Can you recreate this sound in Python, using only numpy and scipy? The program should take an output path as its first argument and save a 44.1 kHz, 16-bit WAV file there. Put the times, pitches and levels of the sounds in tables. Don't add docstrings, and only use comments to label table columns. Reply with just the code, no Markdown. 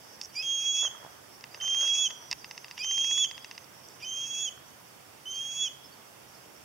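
import sys
import numpy as np
from scipy import signal
from scipy.fft import rfft, irfft, next_fast_len
from scipy.io import wavfile
from scipy.ndimage import uniform_filter1d, map_coordinates

SR = 44100
rng = np.random.default_rng(int(sys.argv[2]) if len(sys.argv) > 2 else 0)


def to_wav(s):
    ch = np.atleast_2d(s).T
    pcm = np.round(np.clip(ch, -1, 1) * 32767)
    wavfile.write(sys.argv[1], SR, pcm.astype(np.int16))


def volts_from_decibels(level):
    exponent = np.asarray(level, float) / 20
    return 10 ** exponent


N = 292824
T = np.arange(N) / SR


def unit(x):
    return x / np.sqrt(np.mean(x ** 2) + 1e-20)


def along(points, hz):
    f, v = np.transpose(points)
    return np.interp(np.log(hz + 1), np.log(f + 1), v)


def curves(rows):
    s, *cols = np.transpose(rows)
    gate = np.clip(np.minimum(T - s[0], s[-1] - T) / 0.00099, 0, 1)
    return [gate] + [np.interp(T, s, c) for c in cols]


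def wobble(rate):
    return map_coordinates(rng.standard_normal(int(N * rate / SR) + 4), [T * rate])


def filtered(x, response):
    m = next_fast_len(N + SR // 2)
    return irfft(rfft(x, m) * response(np.fft.rfftfreq(m, 1 / SR)), m)[..., :N]


def modes(table):
    def response(f):
        total = 0
        for k, (center, width, db) in enumerate(table):
            damping = 1j * f * width
            total = total + (-1) ** k * volts_from_decibels(db) * damping / (center ** 2 - f * f + damping + 1)
        return total
    return response


def turns(hz):
    return 2 * np.pi * np.cumsum(hz) / SR


def narrow(width_hz):
    pair = filtered(rng.standard_normal((2, N)), lambda f: 1 / (1 + (f / width_hz) ** 2))
    return (pair[0] + 1j * pair[1]) / np.sqrt(np.mean(pair ** 2) * 2)


# f/Hz, likeness [-1..1]
LIKENESS = [(60, 0.71), (130, 0.89), (290, 0.084), (1400, 0.067), (15000, 0.022)]


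def rush(spectrum, patchy_db):
    z = signal.stft(rng.standard_normal((2, N)), nperseg=512)[2]
    field = rng.standard_normal(z.shape[1:])
    field = uniform_filter1d(uniform_filter1d(field, 6, 0), 10, 1)
    pair = signal.istft(z * volts_from_decibels(patchy_db * unit(field)), nperseg=512)[1][:, :N]

    def mid_and_side(hz):
        turn = np.arccos(np.clip(along(LIKENESS, hz), -1, 1)) / 2
        return volts_from_decibels(along(spectrum, hz)) * [np.cos(turn), np.sin(turn)]
    mid, side = filtered(pair, mid_and_side)
    return unit(np.array([mid + side, mid - side]))


# f/Hz, level/dB [dB per Hz]
RUMBLE_SPECTRUM = [(15, -27), (60, -5.5), (200, -4), (900, -3.5), (1700, -8.5), (3000, -11), (4600, -16),
                   (16000, -24.5)]
INSECT_SPECTRUM = [(3000, -90), (4200, -22), (4800, -6), (5500, 0), (6200, -6), (7200, -30), (9000, -90)]
HISS_SPECTRUM = [(2000, -35), (4100, 9), (5000, 0.5), (8000, -1), (12000, -0.5), (15800, -2)]
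# t/s, level/dB
INSECT_SWELLS = [
    (0, -60),
    (.7, -61.5),
    (1.44, -65.5),
    (1.7, -60),
    (4.84, -68.5),
    (6.64, -65.5),
]


def open_air():
    rumble = volts_from_decibels(-53.5 + 0.35 * wobble(1.94)) * rush(RUMBLE_SPECTRUM, patchy_db=0.63)
    engine_hz = 132 + 3 * wobble(3.4)
    hum = volts_from_decibels(-68) * np.imag((1 + 0.42 * narrow(9.4)) * np.exp(1j * turns(engine_hz)))
    swell_db = curves(INSECT_SWELLS)[1]
    insects = volts_from_decibels(swell_db + 2.5 + 2.4 * wobble(40)) * rush(INSECT_SPECTRUM, patchy_db=2.5)
    return rumble + hum + insects + volts_from_decibels(-58) * rush(HISS_SPECTRUM, patchy_db=1.0)


FRAME_S = 1001 / 30000


def beats(first, last, frames):
    return first + frames * FRAME_S * np.arange(round((last - first) / (frames * FRAME_S)) + 1)


# first t/s, last t/s, lens ring peak level/dB, housing peak level/dB
MOTOR_RUNS = [
    (1.5443, 1.744, -36.5, -43.5),
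    (1.81, 1.877, -31.5, -44),
    (2.4434, 3.578, -33.5, -42),
]
SOFT_STEPS = [2.443, 2.643, 2.777, 3.11, 3.177, 3.377]
# t/s, lens ring peak level/dB, housing peak level/dB
MOTOR_KNOCKS = [(0.212, -44, -55), (0.2131, -25, -54), (1.4082, -43, -68), (1.439, -36.5, -42.5),
                (1.939, -38, -59.5), (2.105, -38, -43), (2.305, -42, -62), (2.3123, -19.5, -40),
                (2.3183, -38, -40.5), (2.3268, -20.5, -31.5), (2.5475, -56, -60), (2.681, -44, -52),
                (3.4574, -53, -73), (3.5497, -50, -57), (3.6426, -44.5, -69)]
# t/s after the step, level/dB
STEP_BOUNCES = [(.0003, -5), (.00134, 5.5), (.0024, -4), (.0037, -6), (.0062, -10)]


def motor_blows():
    dull, bright = np.zeros(N), np.zeros(N)
    blows = []
    for first, last, ring_db, dull_db in MOTOR_RUNS:
        for s in beats(first, last, 2):
            is_soft = np.abs(s - np.array(SOFT_STEPS)).min() < FRAME_S / 2
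            blows.append((s, ring_db - 3.5 * is_soft, dull_db))
    blows += MOTOR_KNOCKS
    for s, bright_db, dull_db in blows:
        size_db = 0.6 * rng.standard_normal()
        for late, bounce_db in STEP_BOUNCES:
            chance = rng.standard_normal()
            at = round((s + late + .00002 * chance) * SR)
            bounce = bounce_db + .5 * chance + size_db
            dull[at] -= volts_from_decibels(dull_db + bounce + 27.0)
            bright[at] -= volts_from_decibels(bright_db + bounce + 25.0)
    return dull, bright


# first t/s, last t/s, spacing [frames], f/Hz, level/dB
COIL_WHINES = [(.29, .29, 1, 4600, -55), (1.512, 1.546, 1, 4820, -52), (1.571, 1.571, 1, 6220, -54),
               (1.643, 1.643, 1, 4820, -54), (1.882, 1.882, 1, 4820, -53), (2.413, 2.447, 1, 4820, -51.5),
               (2.477, 2.611, 1, 6220, -55), (2.646, 2.713, 2, 4820, -53), (2.675, 2.809, 2, 6220, -58),
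               (3.278, 3.545, 2, 4820, -54), (3.379, 3.513, 2, 6220, -57), (3.574, 3.608, 1, 6220, -56.5)]
# t/s, length [s], f/Hz, level/dB
LONG_WHINE = (2.11, .19, 5820, -53)


def coil_whine():
    whine = np.zeros(N)
    bursts = [(s, .022, hz, db) for first, last, frames, hz, db in COIL_WHINES
              for s in beats(first, last, frames)]
    for s, length, hz, db in bursts + [LONG_WHINE]:
        t = np.arange(int(length * SR)) / SR
        edges = np.clip(np.minimum(t, length - t) / 0.0014, 0, 1)
        whine[round(s * SR):][:len(t)] += volts_from_decibels(db) * edges * np.sin(2 * np.pi * hz * t)
    return whine


# t/s, level/dB
GEAR_BUZZ = [
    (0.22, -42),
    (0.222, -46),
    (0.258, -41.5),
    (0.264, -57),
]
# f/Hz, width/Hz, level/dB
HOUSING_MODES = [(990, 225, -3), (1960, 400, 2), (2723, 157, 10), (3640, 660, 1.5)]
LENS_RING_MODES = [(5150, 660, 5.5), (6700, 350, -6), (7300, 900, -14)]


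def lens_motor():
    dull, bright = motor_blows()
    gate, buzz_db = curves(GEAR_BUZZ)
    teeth = rng.standard_normal(N) * volts_from_decibels(2.9 * wobble(500))
    buzz = gate * volts_from_decibels(buzz_db) * unit(filtered(teeth, lambda f: modes([(5650, 1000, 0)])(f) ** 2))
    soft = lambda f: 1 / (1 + 1j * f / 7000) ** 4
    t = np.clip(T - 2.335, 0, None)
    thump = volts_from_decibels(-53 - 60 * t / .12) * np.sin(2 * np.pi * 58 * t)
    housing = filtered(dull, lambda f: soft(f) * modes(HOUSING_MODES)(f)) + thump
    ring = filtered(bright, lambda f: soft(f) * modes(LENS_RING_MODES)(f))
    near = housing * volts_from_decibels([[.4], [-.4]]) + ring * volts_from_decibels([[-1.5], [1.5]])
    return near + (coil_whine() + buzz) * volts_from_decibels([[-2.2], [2.2]])


# t/s, length [s], last f/Hz, peak level/dB, gasp level/dB
LEAD_INS = [
    (.35, 0.076, 2600, -36, -54),
    (2.788, .048, 2556, -36, -44),
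    (4.019, 0.032, 2555, -40.5, -49),
]
# share of its length, then level/dB over the peak of partials 1, 2 and 3
LEAD_SHAPE = [(0, -15, -30, -27), (.22, -6.5, -8, -14.5), (.68, 0, -6.5, -25), (1, -6.5, -21, -42)]


def lead_ins(flutter, waver_hz, breath):
    out = np.zeros(N)
    rasp = np.imag(narrow(150) * np.exp(2j * np.pi * 3250 * T))
    puff = np.imag(narrow(450) * np.exp(2j * np.pi * 2900 * T)) + 0.51 * breath
    for s, length, last_hz, peak_db, gasp_db in LEAD_INS:
        rows = [(s + share * length, *(peak_db + np.array(shape))) for share, *shape in LEAD_SHAPE]
        on = curves(rows)[0] > 0
        gate, db, second_db, third_db = (c[on] for c in curves(rows))
        slide = np.linspace(0, 1, len(db)) ** 0.627
        low = turns(2260 + (last_hz - 2260) * slide + 2 * waver_hz[on])
        note = volts_from_decibels(db) * np.sin(low)
        note += volts_from_decibels(second_db + 130 * length) * np.sin(2 * low)
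        note += volts_from_decibels(third_db) * (np.sin(3 * low) + 0.41 * np.sin(4 * low))
        air = volts_from_decibels(db - 15) * breath[on] + volts_from_decibels(db - 14.5) * rasp[on]
        out[on] += gate * (np.sqrt(2) * flutter[on] * note + air)
        gasp = np.sin(np.pi * np.clip((T - s + 0.024) / 0.039, 0, 1))
        out += volts_from_decibels(gasp_db) * gasp * puff
    return out


# start f/Hz, top f/Hz, bend of the climb, end hoarseness level/dB, limp level/dB
SQUEALS = [
    (3242, 3362, 1.8, -47.5, -60),
    (3094, 3365, .9, -45.5, -59),
    (3098, 3380, .98, -45, -56),
    (3010, 3362, .56, -51.5, -56),
    (2990, 3378, .58, -51.5, -58),
]
# [2nd partial over the whistle, dB]
SQUEAL_LEVELS = [
    [(0.424, -38.5, -6), (0.434, -36.5, -12.5), (0.516, -29.5, -7), (0.634, -34.5, -5), (0.676, -31, -6.5),
     (0.698, -31, -3), (0.868, -28, -5.5), (0.882, -39, -4)],
    [(1.601, -42, -24), (1.625, -35, -4.5), (1.735, -28.5, -11.5), (1.815, -27, -5), (1.929, -28, -15),
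     (1.943, -29, -5), (2.067, -27.5, -4.5), (2.08, -35, -3)],
    [(2.83, -41, -12), (2.836, -35.5, -9.5), (2.876, -33, -1.5), (2.994, -28.5, -8.5), (3.084, -30.5, -9),
     (3.106, -30, -4.5), (3.248, -26, -5.5), (3.263, -39, -10)],
    [(4.045, -40, -7.5), (4.089, -38, -2), (4.243, -35.5, -8), (4.289, -49, 7), (4.313, -36.5, -4.5),
     (4.453, -36, 2), (4.483, -34.5, -8), (4.494, -41, -7)],
    [(5.255, -44, -10), (5.281, -39, -12), (5.311, -41, -0.5), (5.403, -35.5, -11.5), (5.559, -41, 1),
     (5.621, -28.5, -6), (5.675, -35.5, -6.5), (5.684, -36, -8)],
]
# whistle partial, shake rates above it, level/dB over the hoarseness
SIDE_BANDS = [(1, -1, -1.5), (1, 1, -16), (2, -1, 3), (2, -2, -12.5), (2, 1, -18), (3, -1, -20.5),
              (3, 1, -17), (3, -2, -25.5)]
# frequency [thirds of the whistle], level/dB
LIMP_LINES = [(4, -9), (5, -1), (7, -7)]


def squeals(flutter, waver_hz, breath):
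    out = np.zeros(N)
    shake_waver_hz = 25 * wobble(30)
    rough = .65 * narrow(90) + .4 * narrow(350)
    third_swing_db = -60.5 + 3 * wobble(14)
    patches_db = 2.2 * wobble(22)
    crack = sum(volts_from_decibels(db - 11.5 - 20 * np.abs(T - s - length) / .03) for s, length, _, db, _ in LEAD_INS)
    for voice, (start_hz, top_hz, bend, end_db, limp_db) in zip(SQUEAL_LEVELS, SQUEALS):
        on = curves(voice)[0] > 0
        gate, db, opening_db = (c[on] for c in curves(voice))
        since, left = T[on] - voice[0][0], voice[-1][0] - T[on]

        fall_s = .052
        climb = np.clip(since / (since + left - fall_s), 0, 1)
        fall_hz = 267 + 0.398 * (top_hz - start_hz)
        hz = start_hz + (top_hz - start_hz) * climb ** bend
        hz -= fall_hz * np.clip(1 - left / fall_s, 0, 1) ** 1.905
        high = turns(uniform_filter1d(hz, size=300) + waver_hz[on])

        edges = np.clip(1 - since * bend / 0.069, 0, 1) + np.clip(1 - left / 0.022, 0, 1)
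        hoarse_db = end_db - 8.5 * (1 - climb) - 13.5 * edges + patches_db[on]
        hoarseness = volts_from_decibels(hoarse_db) + crack[on]

        strain_db = end_db + 47.5
        third_db = third_swing_db[on] - 3.5 * (1 - climb + 2 * edges) + 0.49 * strain_db
        whistle = volts_from_decibels(db) * np.sin(high)
        whistle += volts_from_decibels(db + opening_db) * np.sin(2 * high)
        whistle += volts_from_decibels(third_db) * np.sin(3 * high)
        whistle += volts_from_decibels(third_db - 12 + .9 * strain_db) * np.sin(4 * high)

        settled = np.linspace(.05, 1.1, len(hz))
        shake_hz = 690 + .7 * (hz - 3300) + shake_waver_hz[on]
        shake = (settled + rough[on]) * np.exp(1j * turns(shake_hz))
        powers = {1: shake, -1: np.conj(shake), -2: np.conj(shake) ** 2}
        hoarse = sum(volts_from_decibels(level) * np.imag(np.exp(1j * m * high) * powers[n]) for m, n, level in SIDE_BANDS)
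        out[on] += gate * np.sqrt(2) * (flutter[on] * whistle + hoarseness * hoarse)
        out[on] += gate * hoarseness * volts_from_decibels(1.0) * breath[on]

        limp = np.clip(1.3 - 3 * climb, 0, 1) + 1.6 * climb ** .5 * rough[on]
        limp = limp * volts_from_decibels(limp_db - 6 * edges)
        lines = sum(volts_from_decibels(level) * np.exp(1j * k * high / 3) for k, level in LIMP_LINES)
        out[on] += gate * np.imag(limp * lines)
    return out


def hawk():
    flutter, waver_hz = volts_from_decibels(1.07 * wobble(70)), 5 * wobble(90)
    throat = modes([(5650, 800, 0), (4700, 1000, -11)])
    breath = unit(filtered(rng.standard_normal(N), lambda f: throat(f) ** 2))
    return lead_ins(flutter, waver_hz, breath) + squeals(flutter, waver_hz, breath)


# t/s, length [s], start f/Hz, end f/Hz, level/dB
BIRD_SLIDES = [
    (.351, 0.016, 5600, 5770, -42.5),
    (2.785, 0.0089, 5400, 5650, -48),
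    (3.685, .02, 5600, 5680, -60),
    (3.846, .016, 4830, 4950, -59),
    (3.8848, 0.0019, 8200, 6400, -45),
    (3.8862, 0.002, 6140, 5600, -35),
    (4.01, .025, 5300, 5850, -62),
    (6.325, .043, 4400, 5400, -62),
    (6.363, 0.037, 4120, 5100, -58),
]
# t/s, length [s], edge f/Hz, top f/Hz, level/dB
BIRD_ARCHES = [
    (3.895, .04, 4330, 5450, -56),
    (5.34, .03, 4400, 4630, -51),
    (5.835, 0.043, 4750, 5330, -51.5),
    (5.919, 0.034, 4330, 4600, -56.5),
]


def small_birds():
    out = np.zeros(N)
    slide = lambda u: u
    arch = lambda u: 1 - (2 * u - 1) ** 2
    for table, path in ((BIRD_SLIDES, slide), (BIRD_ARCHES, arch)):
        for s, length, from_hz, to_hz, db in table:
            u = np.arange(int(length * SR)) / (length * SR)
            chirp = np.sin(turns(from_hz + (to_hz - from_hz) * path(u)))
            out[round(s * SR):][:len(u)] += volts_from_decibels(db) * np.sin(np.pi * u) ** .5 * chirp
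    return out * volts_from_decibels(4.9 * wobble(300))


# f/Hz, t60 [s]
SCRUB_DECAY = [(1000, 0.32), (3300, 0.77), (6500, 0.37), (11000, 0.077)]


def scrub(x):
    hz, t, z = signal.stft(rng.standard_normal((2, SR // 2)), SR, nperseg=256)
    far = volts_from_decibels(-60 * t / along(SCRUB_DECAY, hz)[:, None])
    near = volts_from_decibels(6.5 - 60 * t / 0.25)
    tail = signal.istft(z * (far + near), SR, nperseg=256)[1]
    late = np.pad(x, (300, 0))[None]
    return signal.fftconvolve(late, tail / np.linalg.norm(tail[0]), axes=1)[:, :N]


# loudest t/s, level/dB, rise [dB/s], fall [dB/s]
FINGER_STROKES = [
    (.83, -45.5, 1400, 100),
    (1.066, -53, 90, 75),
    (1.452, -62, 170, 114),
    (1.546, -53, 1900, 1500),
    (1.574, -56, 1800, 770),
    (1.614, -49.5, 1000, 60),
    (1.744, -64, 1697, 339),
    (1.838, -44, 241, 360),
    (2.122, -56.5, 60, 190),
    (2.214, -54, 668.5, 220.5),
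]
# t/s, peak level/dB, f/Hz
DULL_TAPS = [
    (0.831, -39.5, 584),
    (1.049, -33, 850),
    (1.064, -39, 1140),
    (1.118, -57, 497),
    (2.103, -45, 1780),
    (2.317, -43, 824),
    (2.323, -47, 800),
    (4.577, -41.5, 1420),
]
# f/Hz, level/dB [dB per Hz]
SKIN_SPECTRUM = [(150, -77), (450, 0), (1200, 1), (2000, -4.5), (4000, -58)]


def fingers():
    strokes = sum(volts_from_decibels(db + np.minimum(rise * (T - s), fall * (s - T))) for s, db, rise, fall in FINGER_STROKES)
    grains = rng.standard_normal((2, N)) * volts_from_decibels(4.4 * wobble(260))
    out = strokes * unit(filtered(grains, lambda f: volts_from_decibels(along(SKIN_SPECTRUM, f))))
    t = np.arange(400) / SR
    for s, peak_db, hz in DULL_TAPS:
        tap = volts_from_decibels(peak_db + 2.0 - 60 * t / 0.0085) * np.sin(2 * np.pi * hz * t)
        out[:, round(s * SR):][:, :400] += tap
    return out


def scene():
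    birds = hawk() + small_birds()
    outside = birds + volts_from_decibels(-12.5) * scrub(birds) + open_air() + fingers()
    return outside * volts_from_decibels([[-2.3], [2.1]]) + lens_motor()


def low_pass(x):
    return signal.sosfilt(signal.butter(12, 16760, fs=SR, output="sos"), x)


# f/Hz, level/dB
PORT_RESPONSE = [(25, -24), (55, -8), (90, 0), (3400, 0), (3850, -4), (4070, -15), (4350, -4), (4900, 0)]


def record(dry):
    mix = filtered(dry, lambda f: volts_from_decibels(along(PORT_RESPONSE, f)) * (f < 15790))
    return low_pass(mix)


dry = scene()
out = record(dry)
to_wav(out)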